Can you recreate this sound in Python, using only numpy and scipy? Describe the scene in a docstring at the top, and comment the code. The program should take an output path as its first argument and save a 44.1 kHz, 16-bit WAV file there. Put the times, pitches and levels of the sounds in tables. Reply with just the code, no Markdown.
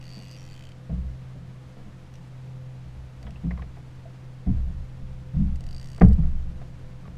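"""Waves slap under an angler's plastic kayak and make its hollow hull boom, flex and sway.
A steady low hum and the wash of the sea run underneath. The fishing reel clicks in short runs
as its catch drops off one ratchet tooth after another. Water plops beside the boat, a rod butt
rattles into its holder, and one hard knock shakes the shell."""
import sys
import numpy as np
from scipy import signal
from scipy.fft import rfft, irfft
from scipy.io import wavfile

SR = 44100
rng = np.random.default_rng(int(sys.argv[2]) if len(sys.argv) > 2 else 0)


def transcribe(u):
    """Save the signal u as a 16-bit wav file named by the first command-line argument.

    u: samples, shape (n,) or (channels, n), limited to [-1, 1]; the rate is SR.
    q: integer samples, one column per channel.
    """
    v = np.clip(np.atleast_2d(u).T, -1, 1)
    q = np.round(v * 32767).astype(np.int16)
    wavfile.write(sys.argv[1], SR, q)


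N = 316500

# Waves that hit the hull: start_s, boom_db, boom_hz, flex_db, sway_db, gap_s (first touch to main blow),
# touch_db (compared with the main blow), slap_db, spot_hz (ring of the slapped spot), thud_db
WAVES = [(0.164, -44, 215.5, -62, -58, 0.024, 4.5, -47.5, 940, -57),
         (0.892, -27, 172.7, -31.5, -49, .031, 0, -40, 670, -43),
         (1.351, -46, 172.5, -51, -59, .0214, 2.9, -52, 604, -55),
         (1.765, -44.5, 208.4, -64, -62, 0.089, 1, -42.5, 540, -45),
         (2.84, -47, 177, -37.5, -62, 0.12, -6, -64, 600, -68),
         (3.216, -41, 207, -37.5, -52, 0.035, -25, -49, 570, -63),
         (3.435, -26, 177.7, -33.5, -53, .031, 2, -42, 704, -31),
         (4.463, -25, 198.7, -23, -23, .0228, 2.5, -41, 720, -26.5),
         (4.668, -38, 172.4, -33, -33, .025, 2, -50, 650, -65),
         (4.985, -41, 190, -39.5, -34.5, 0.038, -5, -56, 600, -48),
         (5.333, -20.5, 154.6, -26.5, -26.5, .029, -4.5, -45, 600, -48),
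         (5.386, -18.5, 189.6, -33.5, -25, 0.021, 0, -55, 530, -45),
         (5.604, -53, 177, -62, -26.5, 0.045, 8, -47, 720, -56),
         (6.009, -7.5, 187.4, -17.5, -14, .0181, -4.5, -20, 445, -29),
         (6.179, -27, 173.9, -27.5, -19, .058, 10.5, -41.5, 810, -43),
         (6.818, -60, 167.4, -66, -43, 0.018, 1, -64, 610, -58),
         (7.071, -49.5, 185, -53, -54, .0393, 11.5, -63, 690, -68)]


def amp(db):
    """Turns decibels into a gain."""
    return 10 ** (np.asarray(db) / 20)


def evened(x):
    """Scales a sound to an average (rms) level of 1."""
    return x / np.sqrt(np.mean(x ** 2) + 1e-20)


def read(points, hz):
    """Looks up a value between (pitch, value) points, on a scale of octaves."""
    pitch_hz, value = np.transpose(points)
    return np.interp(np.log(hz + 1), np.log(pitch_hz + 1), value)


def add(mix, start_s, sound):
    """Adds a sound to the mix at its start time."""
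    part = mix[max(round(start_s * SR), 0):][:len(sound)]
    part += sound[:len(part)]


def noise(colour):
    """Noise at level 1; colour(hz) says how strong each pitch is."""
    return evened(irfft(rfft(rng.standard_normal(N)) * colour(np.fft.rfftfreq(N, 1 / SR)), N))


def drift(rate_hz):
    """A smooth random wobble; a higher rate makes it quicker."""
    return noise(lambda hz: np.exp(-np.minimum(hz / rate_hz, 10) ** 2))


def hum(pitch_hz=127.7, waver_hz=0.4, flutter_db=0.5, overtone_flutter_db=3):
    """A low, slightly wavering hum with two faint overtones and two thin whistles."""
    # How loud the hum is: time_s, level_db
    loudness = [(0, -43), (.78, -45.5), (1.03, -40), (1.4, -42), (1.75, -47), (2.1, -46), (2.42, -40),
                (2.65, -38.5), (2.95, -44), (4.1, -43.5), (4.9, -41), (7.18, -44)]
    # Its overtones: pitch_multiple, level_db
    overtones = [(2, -74.5), (4, -65.5)]
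    # Steady whistles: pitch_hz, level_db
    whistles = [(8032, -99.5), (12048, -101)]
    t = np.arange(N) / SR
    angle = 2 * np.pi * np.cumsum(pitch_hz + waver_hz * drift(3.86)) / SR
    low = amp(np.interp(t, *np.transpose(loudness)) + flutter_db * drift(19)) * np.sin(angle)
    upper = sum(amp(db) * np.sin(k * angle) for k, db in overtones)
    upper *= amp(overtone_flutter_db * drift(4.4))
    high = sum(amp(db) * np.sin(2 * np.pi * hz * t) for hz, db in whistles)
    return np.sqrt(2) * (low + upper + high)


def ripples(calm_db=-3, stir_db=12.5, boom_share=0.31, settle_s=0.4):
    """Strength of the ripples in dB: every wave stirs them up, and they settle again."""
    t = np.arange(N) / SR
    stir = sum(amp(stir_db + boom_share * boom_db) ** 2 * (t > s) * np.exp(-abs(t - s) / settle_s)
               for s, boom_db, *_ in WAVES)
    return calm_db + 10 * np.log10(1 + stir)


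def water(sea_db=-54.5, murmur_db=-44.5, flutter_db=0.5, ripple_share=0.05, low_edge_hz=170):
    """The open sea gives an even wash, and ripples keep the hull murmuring."""
    # Tone colour of the sea: pitch_hz, level_db
    sea_colour = [(200, 0.5), (300, -3), (400, -9.5), (650, -11.5), (1000, -15.5), (2000, -20),
                  (4000, -26.5), (7000, -33), (9000, -37.5), (12000, -42), (15200, -52.5)]
    # Tone colour of the murmuring hull: pitch_hz, level_db
    murmur_colour = [(12, 7.5), (20, -1), (32, -12), (48, -19), (65, 0), (76, -7.5), (85, 0.5),
                     (105, -17.5), (140, -9.5), (170, -3.5), (210, -18.5), (280, -24.5), (500, -59)]
    ripples_db = ripples()
    wash = noise(lambda hz: amp(read(sea_colour, hz)) * hz ** 2 / (hz ** 2 + low_edge_hz ** 2))
    murmur = noise(lambda hz: amp(read(murmur_colour, hz)) * (hz > 10) / (1 + (hz / 600) ** 4))
    wash_db = sea_db + ripple_share * ripples_db + flutter_db * drift(24)
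    return amp(wash_db) * wash + amp(murmur_db + ripples_db) * murmur


def click(body_tones, level_db, spring_db, strike_s, bright_db, spring_hz, size=2048, tap_db=2):
    """The catch drops off a tooth: a clean tap and a brief chatter ring the reel, and its spring sings."""
    scrape_s, tail_s, spring_s = 0.026, 0.062, 0.014  # times to fade by 60 dB
    t, hz = np.arange(size) / SR, np.fft.rfftfreq(size, 1 / SR)
    onset = np.minimum(t / strike_s, 1) ** 2
    after = np.maximum(t - strike_s, 0)
    fade = amp(-60 * after / scrape_s) + amp(-22 - 60 * after / tail_s)
    chatter = rng.standard_normal(size) * onset * fade
    # The tap is alike on every tooth, so the clicks keep their metallic colour.
    tap = amp(tap_db) * np.exp(-2j * np.pi * hz * strike_s)
    drive = tap + rfft(chatter) / np.linalg.norm(chatter)
    body = sum((-1) ** k * amp(db) / (1 + 2j * (hz - pitch_hz) / width_hz)
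               for k, (pitch_hz, width_hz, db) in enumerate(body_tones))
    brightness = amp(bright_db * np.log2(np.maximum(hz, body_tones[0][0]) / spring_hz))
    tick = irfft(drive * body * brightness)
    cycles = spring_hz * rng.normal(1, 0.0044) * t + rng.random()
    spring = onset * amp(-60 * after / spring_s) * np.sin(2 * np.pi * cycles)
    return amp(level_db) * evened(evened(tick) + amp(spring_db - 1.5) * evened(spring))


def reel(gain_db=-14, spring_share=0.47, spring_idle_db=-3):
    """One click for each tooth that passes the catch as the spool turns, plus a few from handling."""
    # Spool speed, one list for each of three runs: time_s, teeth_per_s
    spool_runs = [
        [(.011, 67.4), (.1, 85.7), (.157, 116.9), (.205, 86.1), (.25, 109), (.29, 87.8), (.33, 129.4),
         (.368, 94.6)],
        [(.374, 89.7), (.42, 94.6), (.47, 77.4), (.53, 104.7), (.585, 60.4), (.64, 71.3), (.725, 22.9)],
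        [(5.558, 14), (5.62, 30.5), (5.72, 52.9), (5.78, 60.1), (5.85, 69.8), (5.96, 64.3), (6.03, 34.7),
         (6.14, 16.8)],
    ]
    # Tones of the reel's body, one list per run: pitch_hz, width_hz, level_db
    body_tones = [
        [(1930, 140, -2), (2560, 200, 0), (2850, 93, 4.5), (3360, 250, -4.5), (4570, 370, -5), (5570, 160, -3),
         (6220, 160, -2.5), (6800, 270, -8), (7980, 320, -7), (9900, 850, -16.5), (11900, 800, -16.5),
         (13700, 900, -22)],
        [(1990, 130, -1), (2560, 140, 2), (3110, 98, 3), (3460, 270, -7), (4580, 240, 1.5), (5600, 250, -7),
         (6160, 220, -7), (7000, 360, -4), (8000, 350, -6.5), (9700, 750, -13.5), (12400, 700, -15),
         (14500, 900, -24)],
        [(1960, 210, -5), (2500, 150, -11), (2910, 290, -2.5), (3800, 200, -8), (4540, 300, -2.5),
         (5200, 190, -8), (5530, 210, -0.5), (6620, 240, -2.5), (7390, 280, -4.5), (8180, 170, 0),
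         (9970, 450, -8), (12300, 900, -14), (13800, 600, -17)],
    ]
    # The catch in each run: level_db, strike_s (time to land), bright_db_per_octave
    catches = [(-48, 0.00122, -1.5), (-49, .00069, -2), (-48, .00044, -3.5)]
    # Spells when the catch's spring sings out: middle_s, half_width_s, level_db, pitch_hz
    spells = [(.06, .025, 2.5, 4560), (.145, 0.037, 8, 4600), (.33, 0.05, 2.5, 4750),
              (.39, 0.049, 0.5, 5650), (.525, 0.015, 1.5, 4600), (.65, .09, 0.5, 3090),
              (5.76, 0.0295, 9.5, 4700), (5.86, 0.036, -1.5, 5700), (6.039, .06, -0.5, 4700)]
    # Single clicks: start_s, level_db, spring_db, strike_s, bright_db_per_octave, spring_hz
    handling = [(.312, -47, -12, 0.0002, 1, 4700), (2.139, -52.5, -4, 0.00074, 1, 5740),
                (2.155, -51.5, 1, 0.00045, -1, 5800), (3.228, -49.5, -2, 0.0005, -0.5, 4700),
                (3.306, -49, -12, 0.00072, -3, 4700)]
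    out = np.zeros(N)
    middle_s, width_s, spell_db, spell_hz = np.transpose(spells)
    for run, tones, (level_db, strike_s, bright_db) in zip(spool_runs, body_tones, catches):
        time_s, speed = np.transpose(run)
        t = np.arange(time_s[0], time_s[-1], 1 / SR)
        teeth = np.cumsum(np.interp(t, time_s, speed)) / SR
        for at in np.interp(np.arange(teeth[-1]), teeth, t):
            sing_db = spell_db - 10 * np.log10(1 + ((at - middle_s) / width_s) ** 2)
            spring_db, spring_hz = sing_db.max(), spell_hz[sing_db.argmax()]
            # A singing spring makes the whole click louder.
            click_db = level_db + spring_share * max(spring_db, spring_idle_db)
            add(out, at, click(tones, click_db, spring_db, strike_s, bright_db, spring_hz))
    for start_s, *settings in handling:
        add(out, start_s, click(body_tones[0], *settings))
    return amp(gain_db) * out


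def blow_times(start_s, gap_s, widening=1.4):
    """A wave lands as a first touch, a main blow and two rebounds, ever further apart."""
    return start_s + gap_s * np.arange(4) ** widening


def ring(tones, seconds, pitch=1):
    """Tones swell as a blow spreads through the boat, then die away by 60 dB in fade_s."""
    t = np.arange(int(seconds * SR)) / SR
    return sum(amp(db - 60 * t / fade_s) * (1 - np.exp(-t / rise_s)) ** 2
               * np.sin(2 * np.pi * hz * pitch * t) for hz, db, fade_s, rise_s in tones)


def hull(flex_lag_s=0.0064, rebound_boom_db=-7.5, rebound_flex_db=-2):
    """Each blow booms in the hollow and flexes the shell; the main blow also sways the deck."""
    # Tones of the hollow: multiple_of_boom_pitch, level_db, fade_s, rise_s
    hollow_tones = [(.76, 6, 0.09, 0.0095), (1, 11.5, 0.13, 0.0078), (1.11, 3.5, 0.22, 0.045),
                    (1.5, -11.5, 0.14, 0.0043)]
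    # Tones of the flexing shell: pitch_hz, level_db, fade_s, rise_s
    flex_tones = [(44.4, -2.5, 0.49, 0.024), (63.45, 7, 0.45, 0.0061), (74, 1, 0.45, 0.015),
                  (91.5, -8, 0.12, 0.0078), (98.2, -3, 0.093, 0.002)]
    # Tones of the swaying deck: pitch_hz, level_db, fade_s, rise_s
    sway_tones = [(18.64, 2, 1.0, 0.0033), (26.54, -2.5, 0.43, 0.0017)]
    # The flat bottom slams down after two big waves: start_s, level_db
    slams = [(4.49, -19), (6.018, -8.5)]
    # Tones of the bottom: pitch_hz, level_db, fade_s, rise_s
    bottom_tones = [(79, 1, 0.28, .01), (105, 6, 0.26, .01), (139.6, -7, 0.37, 0.0091)]
    out = np.zeros(N)
    flex, sway = ring(flex_tones, seconds=0.74), ring(sway_tones, seconds=2)
    for start_s, boom_db, boom_hz, flex_db, sway_db, gap_s, touch_db, *_ in WAVES:
        touch_s, *blows = blow_times(start_s, gap_s)
        lower_boom = ring(hollow_tones, seconds=0.5, pitch=0.93 * boom_hz)
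        add(out, touch_s, amp(boom_db + touch_db) * lower_boom)
        add(out, touch_s + flex_lag_s, amp(flex_db + touch_db) * flex)
        add(out, blows[0], amp(sway_db) * sway)
        boom = ring(hollow_tones, seconds=0.5, pitch=boom_hz)
        for k, at in enumerate(blows):
            add(out, at, amp(boom_db + k * rebound_boom_db) * boom)
            add(out, at + flex_lag_s, amp(flex_db + k * rebound_flex_db) * flex)
    for start_s, level_db in slams:
        add(out, start_s, amp(level_db) * ring(bottom_tones, seconds=0.5))
    return out


def panel(bright_db, spot_hz, lift_db, stretch, rise_s=0.0015, count=140):
    """A hit rings many close tones of the plastic shell; those near spot_hz are lifted by lift_db."""
    # Tone colour of the shell: pitch_hz, level_db
    colour = [(235, -4), (290, -1), (370, -13), (455, -0.5), (560, -11.5), (645, -4), (720, -5.5),
              (860, -16.5), (1030, -12.5), (1480, -21.5), (1950, -18), (2700, -34.5), (4000, -48),
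              (6000, -58)]
    # Time to fade by 60 dB, before stretch multiplies it: pitch_hz, fade_s
    fades = [(250, 0.2), (500, 0.12), (1000, 0.096), (2000, 0.063), (5000, 0.085)]
    spot_octaves, crack_s = 0.17, 0.0018
    t = np.arange(SR // 6) / SR
    grid = np.geomspace(colour[0][0], colour[-1][0], count)[:, None]
    detune, phase = rng.random((2, count, 1))
    hz = grid * (grid[1] / grid[0]) ** detune
    spot = np.exp(-(np.log2(hz / spot_hz) / spot_octaves) ** 2)
    gains = amp(read(colour, hz) + bright_db * np.log2(hz / grid[0]) + lift_db * spot) * np.sqrt(hz)
    decay = np.log(1000) / (stretch * read(fades, hz))
    tones = np.exp(-np.minimum(decay * t, 20)) * np.sin(2 * np.pi * (hz * t + phase))
    # A quick rise starts with a crack; a slow one swells instead.
    attack = (1 - np.exp(-t / rise_s)) * (1 + np.exp(-t / crack_s))
    fade_out = np.cos(np.pi / 2 * (t / t[-1]) ** 2)
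    return attack * fade_out * (gains.ravel() @ tones) / np.linalg.norm(gains)


def slaps(thud_lag_s=0.01202, slap_lag_s=0.002, repeat_db=-6):
    """A wave thuds against the wall once and slaps the same spot four times, each one softer."""
    out = np.zeros(N)
    for start_s, _, _, _, _, gap_s, _, slap_db, spot_hz, thud_db in WAVES:
        thud = panel(bright_db=-20, spot_hz=252, lift_db=3.5, stretch=1.2, rise_s=0.0054)
        add(out, start_s + thud_lag_s, amp(thud_db) * thud)
        slap = panel(bright_db=-0.5, spot_hz=spot_hz, lift_db=7.5, stretch=1.27, rise_s=0.0016)
        for k, at in enumerate(blow_times(start_s, gap_s)):
            add(out, at + slap_lag_s, amp(slap_db + k * repeat_db) * slap)
    return out


def plops_and_deck_ring():
    """Small plops of water and one low ring of the deck sound through the shell, each at its own pitch."""
    # Small plops beside the hull, and one low ring of the deck after a rod clack (second row):
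    # start_s, level_db, pitch_hz, lift_db, stretch (multiplies the fade time)
    events = [(3.238, -49, 570, 17, .7), (3.278, -39.5, 663, 16, 1), (3.768, -45, 714, 8, 1.1),
              (4.054, -44, 680, 26, 1.55), (6.615, -43, 654, 5, 0.95), (7.052, -42.5, 1240, 17, 0.82),
              (7.078, -39.5, 690, -5, 0.32)]
    out = np.zeros(N)
    for start_s, level_db, pitch_hz, lift_db, stretch in events:
        sound = panel(bright_db=4.5, spot_hz=pitch_hz, lift_db=lift_db, stretch=stretch)
        add(out, start_s, amp(level_db) * sound)
    return out


def knocks(deck_lag_s=0.004):
    """The rod butt clacks on the plastic, and the deck answers a moment later with a duller knock."""
    # Hits of the rod butt: start_s, clack_db, bright_db_per_octave, spot_hz, lift_db, deck_db
    hits = [(3.267, -39, 5.5, 3270, 20, -51), (3.358, -46, 6, 2700, 23, -56),
            (3.508, -32, 6, 2080, 10.5, -57), (3.574, -39.5, 6.5, 1110, 5, -53),
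            (3.592, -42, 5, 1080, 17, -61), (3.62, -37, 6, 2400, 6, -50), (5.982, -37.5, 1.5, 2100, 4, -52),
            (6.011, -17.5, 0, 1950, 10.5, -11), (6.04, -34, 3.5, 1900, 2, -42),
            (6.109, -41.5, 0.5, 2010, 5, -50.5), (6.234, -45, 2, 2020, 4, -54)]
    out = np.zeros(N)
    for start_s, clack_db, bright_db, spot_hz, lift_db, deck_db in hits:
        add(out, start_s, amp(clack_db) * panel(bright_db, spot_hz, lift_db, stretch=0.78))
        deck = panel(bright_db=0.5, spot_hz=530, lift_db=6.5, stretch=0.56)
        add(out, start_s + deck_lag_s, amp(deck_db) * deck)
    return out


def scene():
    """All the sounds meet at one point on the hull, in one channel."""
    return (hull() + slaps() + knocks() + plops_and_deck_ring() + reel() + hum() + water())[None]


def record(dry, top_hz=15250):
    """Rounds off the loudest peaks, then cuts the highest treble."""
    rounded = dry / (1 + dry ** 8) ** (1 / 8)
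    low_pass = signal.firwin(511, top_hz, window=("kaiser", 9), fs=SR)
    return signal.oaconvolve(rounded, low_pass[None], "same")


dry = scene()
out = record(dry)
transcribe(out)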